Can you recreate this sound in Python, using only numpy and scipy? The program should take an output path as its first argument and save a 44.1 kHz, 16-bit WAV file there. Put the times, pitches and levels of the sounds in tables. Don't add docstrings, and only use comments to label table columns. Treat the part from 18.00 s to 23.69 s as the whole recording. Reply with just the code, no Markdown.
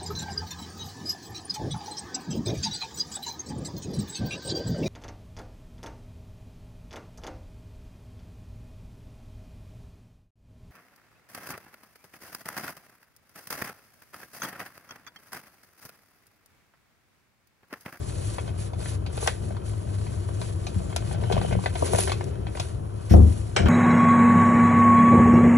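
import sys
import numpy as np
from scipy import signal
from scipy.fft import rfft, irfft, next_fast_len
from scipy.io import wavfile
from scipy.ndimage import uniform_filter1d

SR = 44100
rng = np.random.default_rng(int(sys.argv[2]) if len(sys.argv) > 2 else 0)


def unload_wav(signal):
    wavfile.write(
        sys.argv[1],
        SR,
        np.round(np.clip(np.atleast_2d(signal).T, -1, 1) * 32767).astype(np.int16),
    )


N = 250796


# middle_s, length_s, level_db
ROLLER_STROKES = [(0.228, 0.8, -43.5), (0.62, 0.18, -45.5), (0.867, 0.27, -41.5), (1.238, 0.32, -39),
                  (1.438, 0.39, -49.5), (1.676, 0.12, -48), (1.777, 0.33, -51), (2.12, 0.96, -49),
                  (2.457, 0.35, -47), (2.772, 0.98, -49.5), (3.093, 0.19, -44.5), (3.393, 0.65, -45),
                  (3.645, 0.17, -44.5), (3.846, 0.4, -40.5), (3.998, 0.4, -34.5), (4.19, 0.43, -50.5),
                  (4.622, 0.4, -46.5), (5.316, 1, -48)]
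def strokes(resting_db=-69.5, steepness=3.56):
    power = from_db(resting_db) ** 2
    for middle_s, length_s, level_db in ROLLER_STROKES:
        power = power + from_db(level_db) ** 2 * swell(middle_s, length_s) ** steepness
    return 10 * np.log10(power)


# pitch_hz, gain_db
PEEL_TONE = [(800, -24), (2600, -4.5), (4300, -2.5), (4900, -4.5), (7000, -0.5), (8300, 3.5), (8900, -30),
             (9350, -56), (9750, 13), (10900, -3), (11400, -48)]
def peel(speed_db, tufts):
    hairs = grains(per_s=9000 * from_db(0.25 * speed_db), spread_db=2.0)
    return rms_one(colour(hairs * tufts, PEEL_TONE))


# pitch_hz, gain_db
GLUE_TONE = [(1500, -4), (7500, -1), (9100, -5), (10000, 14.5), (12300, -18)]
def crackle(speed_db, tufts):
    tears = grains(per_s=1500, spread_db=8.0)
    return rms_one(colour(tears * tufts, GLUE_TONE)) * from_db(-61.5 + 2.22 * speed_db)


# pitch_hz, gain_db
RUB_TONE = [(270, -4.5), (410, 4), (750, 7), (1200, -1.5), (3000, -8), (5000, -7.5), (9000, -64)]
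def rub(speed_db, press_db, tufts):
    brushing = grains(per_s=700, spread_db=-0.5)
    level_db = -47 + 0.77 * speed_db + 0.51 * press_db
    return rms_one(colour(brushing * tufts, RUB_TONE)) * from_db(level_db)


def rattle(press_db):
    taps = grains(per_s=260, spread_db=2.5)
    return rms_one(resonate(taps, DRUM_RINGS)) * from_db(-43.5 + 1.82 * press_db)


def rolling(usual_peel_db=-48, usual_pressure_db=-26.5):
    peel_db = strokes()
    pressure_db, = in_time(HAND_PRESSURE)
    speed_db = peel_db - usual_peel_db
    press_db = pressure_db - usual_pressure_db
    tufts = from_db(2.63 * drift(70))
    hairs = from_db(peel_db) * peel(speed_db, tufts)
    return hairs + crackle(speed_db, tufts) + rub(speed_db, press_db, tufts) + rattle(press_db)


# pitch_hz, width_hz, gain_db
DRUM_RINGS = [(385, 100, 5.5), (491, 59, 10), (644, 168, 10), (975, 202, 7.5), (1370, 350, 0),
              (2576, 100, -3.5), (3070, 150, -1)]
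# pitch_hz, width_hz, gain_db
HUB_RINGS = [(1497, 196, 2), (2130, 280, 4.5), (2626, 240, -4.5), (3110, 85, 4), (3900, 4400, 0),
             (5330, 1300, -7.5)]
# start_s, tock_db, crack_db
AXLE_KNOCKS = [(.383, -29.5, -39), (0.477, -40, -46), (0.489, -41, -52), (0.733, -39, -49),
               (0.858, -42, -41.5), (1.063, -37.5, -40.5), (1.176, -32.5, -40.5), (1.227, -30, -48),
               (1.262, -34, -44), (1.275, -18.5, -23), (1.506, -36, -54), (1.567, -41, -50),
               (2.067, -41.5, -49), (2.288, -38, -51), (2.415, -35.5, -39), (2.668, -32.5, -37),
               (2.926, -39, -46.5), (2.962, -29.5, -31), (3.111, -32.5, -45.5), (3.146, -34, -46.5),
               (3.224, -36, -58), (3.237, -32, -44), (3.3, -26, -49), (3.311, -24.5, -49),
               (3.324, -26.5, -31), (3.366, -22.5, -41), (3.376, -25, -40), (3.414, -27, -39.5),
               (3.446, -28, -57), (3.51, -28, -42.5), (3.526, -28, -36.5), (3.55, -27.5, -46),
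               (3.589, -32.5, -52), (3.638, -37, -44.5), (3.659, -24.5, -29), (3.754, -28, -37.5),
               (3.824, -19.5, -65), (3.876, -36, -42), (3.933, -23.5, -39), (3.948, -24, -38),
               (3.986, -25, -42), (4.075, -29.5, -35.5), (4.095, -29, -33.5), (4.118, -29, -31),
               (4.209, -33.5, -43.5), (4.468, -34, -43), (4.551, -33.5, -46.5), (4.572, -35, -44),
               (4.598, -27.5, -30.5)]
def knocks():
    out = np.zeros((2, N))
    for start_s, tock_db, crack_db in AXLE_KNOCKS:
        hardness_db = crack_db - tock_db
        centre_hz = 830 * from_db(0.23 * hardness_db)
        top_hz = 8000 * from_db(0.78 * hardness_db)
        tube = [(hz, width, db - 10 * abs(np.log2(hz / centre_hz)) + 2 * rng.normal())
                for hz, width, db in DRUM_RINGS]
        hub = [(hz * (1 + 0.034 * rng.normal()), width, db + 2 * rng.normal())
               for hz, width, db in HUB_RINGS]
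        tube_hit = contact(snap=4.9, chatter_s=0.019, tail_db=-27, tail_s=0.088)
        tube_ring = resonate(low_pass(tube_hit, 2 * centre_hz), tube)
        tock = hit_level(bend(tube_ring))
        hub_hit = contact(snap=5.0, chatter_s=0.019, tail_db=-14, tail_s=0.2)
        crack = hit_level(low_pass(resonate(hub_hit, hub), top_hz))
        add(out, start_s, from_db(tock_db) * tock + from_db(crack_db) * crack)
    return out


# pitch_hz, width_hz, gain_db
ROLLER_RINGS = [(1440, 260, 11.5), (2320, 160, 14.5), (2920, 170, 9.5), (4020, 300, 4.5), (5260, 760, 3.5),
                (8060, 210, 10)]
# start_s, strength_db, top_hz
LANDINGS = [(5.563, -6.5, 8000), (5.665, -16, 2640)]
def clacks():
    out = np.zeros((2, N))
    for start_s, strength_db, top_hz in LANDINGS:
        blow = contact(snap=8.0, chatter_s=0.06, tail_db=-3, tail_s=0.25)
        ring = resonate(blow, ROLLER_RINGS) + from_db(7.0) * resonate(blow, DRUM_RINGS)
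        add(out, start_s, from_db(strength_db - 11.5) * hit_level(low_pass(ring, top_hz)))
    return out


# pitch_hz, level_db, fade_s
BOARD_RINGS = [(52, -10, 0.96), (77.1, -4.5, 0.58), (101.45, -11, 0.82), (182.1, -7.5, 0.31),
               (211.4, -4, 0.28), (317, -13, 0.37), (387.5, -10, 0.25), (523, -4.5, 0.11),
               (692, 1.5, 0.065)]
# start_s, strength_db, contact_s
CUBBY_BLOWS = [(5.111, -6, 0.0055), (5.139, -8.5, 0.0016), (5.2, -9.5, 0.0069), (5.598, -21, 0.0015),
               (5.637, -20, 0.0029)]
def thumps(size=32768):
    out = np.zeros((2, N))
    swing = ringing(BOARD_RINGS, size) * DIRECT_ONLY
    for start_s, strength_db, contact_s in CUBBY_BLOWS:
        build_and_fade = (1 - dying(0.059, size)) * dying(0.44, size)
        thump = low_pass(swing + from_db(-2.0) * boom(size) * build_and_fade, 1.24 / contact_s)
        add(out, start_s, from_db(strength_db) * thump)
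    return out


# pitch_hz, gain_db
BOOM_TONE = [(30, -35), (75, 11), (140, -6), (220, 0), (750, -13), (1200, -21), (5000, -65)]
def boom(size):
    return rms_one(colour(noise(size), BOOM_TONE))


def scuff(middle_s=5.122, half_length_s=0.025, level_db=-37):
    slide = np.exp(-((np.arange(N) / SR - middle_s) / half_length_s) ** 6)
    scrape = resonate(noise(), [(1670, 1500, 12.3), (5670, 560, 14.0), (10600, 6100, 4.4)])
    return from_db(level_db) * slide * rms_one(scrape)


# start_s, level_db
PLASTIC_SNAPS = [(1.274, -28), (2.963, -29), (3.322, -46), (4.241, -46), (4.6, -38.5)]
def snaps():
    out = np.zeros((2, N))
    for start_s, level_db in PLASTIC_SNAPS:
        slip = contact(snap=7.0, chatter_s=0.018, tail_db=-12, tail_s=0.1)
        click = resonate(slip, [(5000, 5800, -0.88), (10900, 900, -0.12)])
        add(out, start_s, from_db(level_db) * hit_level(click))
    return out


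# middle_s, length_s, pitch_hz, level_db
AXLE_SQUEAKS = [(0.148, 0.73, 7200, -59), (2.86, 0.52, 7230, -57.5), (3.415, 0.43, 3050, -48.5)]
def squeaks(width_hz=190):
    out = np.zeros((2, N))
    for middle_s, length_s, pitch_hz, level_db in AXLE_SQUEAKS:
        slips = grains(per_s=540, spread_db=2.5)
        squeak = rms_one(resonate(slips, [(pitch_hz, width_hz, 0)]))
        out += from_db(level_db) * swell(middle_s, length_s) * squeak
    return out


# time_s, level_db
DRONE_LEVELS = [(3.7, -57), (3.85, -33), (4.42, -45), (4.6, -65)]
def drone(width_hz=41):
    level_db, = in_time(DRONE_LEVELS)
    lowest_hz = DRUM_RINGS[0][0]
    return from_db(level_db) * rms_one(resonate(noise(), [(lowest_hz, width_hz, 0)]))


# pitch_hz, level_db, fade_s
SHELF_RINGS = [(100.4, 3, 0.08), (179.7, -11, 0.33)]
# start_s, strength_db
SHELF_NUDGES = [(2.762, -15), (3.017, -21.5), (3.338, -13), (3.379, -15), (3.522, -13.5), (3.567, -14.5),
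                (3.94, -15.5)]
def nudges(size=16384):
    out = np.zeros((2, N))
    swing = low_pass(ringing(SHELF_RINGS, size), 350) * DIRECT_ONLY
    for start_s, strength_db in SHELF_NUDGES:
        add(out, start_s, from_db(strength_db) * swing)
    return out


# time_s, level_db
HAND_PRESSURE = [(2.6, -32.5), (2.8, -32), (3.38, -25.5), (3.62, -31), (3.95, -30), (4.5, -33),
                 (5.57, -34.5), (5.62, -20.5)]
# pitch_hz, gain_db
RUMBLE_TONE = [(25, -34), (55, 1.5), (102, 8.5), (145, -3), (185, -4), (240, -14.5), (700, -17),
               (1500, -78)]
def rumble():
    level_db, = in_time(HAND_PRESSURE)
    shake = colour(noise(), RUMBLE_TONE)
    local_power = uniform_filter1d(np.mean(shake ** 2, axis=0), size=2048)
    steady_shake = shake / np.sqrt(local_power + 1e-12)
    return from_db(level_db) * steady_shake


# pitch_hz, level_db
HUM_NOTES = [(76, -45.5), (102.3, -41)]
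# pitch_hz, level_db_per_hz
ROOM_NOISE = [(38, -72), (50, -65), (105, -50), (150, -89), (350, -68), (700, -88.5), (1000, -78.5),
              (2000, -99), (6300, -102.5), (9400, -97), (10400, -89), (11400, -122)]
def room():
    t = np.arange(N) / SR
    hum = 0
    for pitch_hz, level_db in HUM_NOTES:
        gain = from_db(level_db + 2.0 * drift(2.84))
        hum += gain * np.sin(2 * np.pi * pitch_hz * t + 0.42 * drift(13))
    air = colour(noise(), ROOM_NOISE) * np.sqrt(SR / 2)
    return air + np.sqrt(2) * hum * DIRECT_ONLY


def cubby(x, echo_db, fade_s, size=8192):
    echoes = noise(size) * dying(fade_s, size)
    echoes *= from_db(echo_db) / np.sqrt(np.sum(echoes ** 2, axis=1, keepdims=True))
    ripple = 1 + rfft(echoes)
    ripple /= np.sqrt(uniform_filter1d(np.abs(ripple) ** 2, size=64))
    response = np.roll(irfft(ripple), size // 2, axis=1)
    return signal.fftconvolve(x, response, axes=1)[:, size // 2:size // 2 + N]


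# pitch_hz, likeness (0 to 1), left_lead_radians, left_louder_db
LEFT_AND_RIGHT = [(84.5, 0.99, 0, 3.5), (178, 0.95, 1.63, 5), (276, 0.68, 1.23, 5), (442, 0.51, -2.5, 8.5),
                  (1052, 1, -2, 0.5), (1750, 0.94, 0, 0), (3530, 0.14, 1, -0.5), (4590, 0.8, 1.76, 0),
                  (5570, 0.95, 6.5, -0.5), (8850, 1, 9, 0.5), (10550, 0.22, 10, -0.5)]
def stereo(x, size=262144):
    likeness, lead_radians, balance_db = in_frequency(LEFT_AND_RIGHT, size)
    likeness = np.clip(likeness, 0, 1)
    direct, scattered = rfft(x, size) * np.sqrt([(1 + likeness) / 2, (1 - likeness) / 2])
    left = (direct + scattered) * from_db(balance_db / 2)
    right = (direct - scattered) * from_db(-balance_db / 2) * np.exp(-1j * lead_radians)
    return irfft(np.array([left, right]), size)[:, :N]


DIRECT_ONLY = [[1], [0]]
def noise(size=N):
    return rng.standard_normal((2, size))


def grains(per_s, spread_db):
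    sizes = from_db(spread_db * np.minimum(rng.exponential(1, N), 4))
    return rms_one(noise() * sizes * (rng.random(N) < per_s / SR))


def contact(snap, chatter_s, tail_db, tail_s, size=16384):
    burst = noise(size) * (dying(chatter_s, size) + from_db(tail_db) * dying(tail_s, size))
    burst[:, 0] += snap
    return burst


def resonate(x, notes):
    out = 0
    for k, (pitch_hz, width_hz, gain_db) in enumerate(notes):
        decay = np.exp(-np.pi * width_hz / SR)
        feed = (1 - decay * decay) / 2 * np.array([1, 0, -1])
        feedback = [1, -2 * decay * np.cos(2 * np.pi * pitch_hz / SR), decay * decay]
        out = out + (-1) ** k * from_db(gain_db) * signal.lfilter(feed, feedback, x)
    return out


def ringing(notes, size):
    t = np.arange(size) / SR
    return sum(from_db(db) * np.sin(2 * np.pi * hz * t) * dying(fade_s, size) for hz, db, fade_s in notes)


def bend(x, sharp_share=0.13, settle_s=0.006):
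    steps = np.arange(x.shape[-1])
    position = np.cumsum(1 + sharp_share * np.exp(-steps / SR / settle_s)) - 1
    return np.array([np.interp(position, steps, part) for part in x])


def swell(middle_s, length_s):
    offset = np.clip((np.arange(N) / SR - middle_s) / length_s, -.5, .5)
    return np.maximum(np.cos(np.pi * offset), 0)


def dying(fade_s, size):
    return np.exp(-np.log(1000) * np.arange(size) / SR / fade_s)


def drift(per_s):
    points = rng.standard_normal(4096)
    return np.interp(np.arange(N) / SR * per_s, np.arange(len(points)), points)


def in_time(rows):
    time_s, *columns = np.transpose(rows)
    return [np.interp(np.arange(N) / SR, time_s, column) for column in columns]


def in_frequency(rows, size):
    pitch_hz, *columns = np.transpose(rows)
    bins_hz = np.maximum(np.arange(size // 2 + 1) * SR / size, 1)
    return [np.interp(np.log(bins_hz), np.log(pitch_hz), column) for column in columns]


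def colour(x, tone):
    length = x.shape[-1]
    size = next_fast_len(length, True) * 2
    gain_db, = in_frequency(tone, size)
    return irfft(rfft(x, size) * from_db(gain_db), size)[..., :length]


def low_pass(x, top_hz):
    return signal.sosfilt(signal.butter(2, min(top_hz, .45 * SR), fs=SR, output="sos"), x)


def from_db(db):
    return 10 ** (np.asarray(db) / 20)


def rms_one(x):
    return x / np.sqrt(np.mean(x ** 2) + 1e-20)


def hit_level(x, size=512):
    return x / np.sqrt(np.mean(x[:, :size] ** 2) + 1e-20)


def add(out, start_s, sound):
    at = int(np.clip(round(start_s * SR), 0, N - 1))
    out[:, at:at + sound.shape[-1]] += sound[..., :N - at]


def scene():
    roller = cubby(rolling() + knocks() + scuff(), echo_db=-0.5, fade_s=0.066)
    deep_bass_cut = signal.butter(4, 40, "high", fs=SR, output="sos")
    wood = signal.sosfilt(deep_bass_cut, thumps() + nudges())
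    return stereo(roller + snaps() + squeaks() + drone() + clacks() + wood + rumble() + room())


def record(dry):
    ceiling, top_hz = .92, 12300
    rounded = dry / (1 + (dry / ceiling) ** 4) ** (1 / 4)
    return signal.sosfilt(signal.ellip(10, .1, 80, top_hz, fs=SR, output="sos"), rounded)


dry = scene()
out = record(dry)
unload_wav(out)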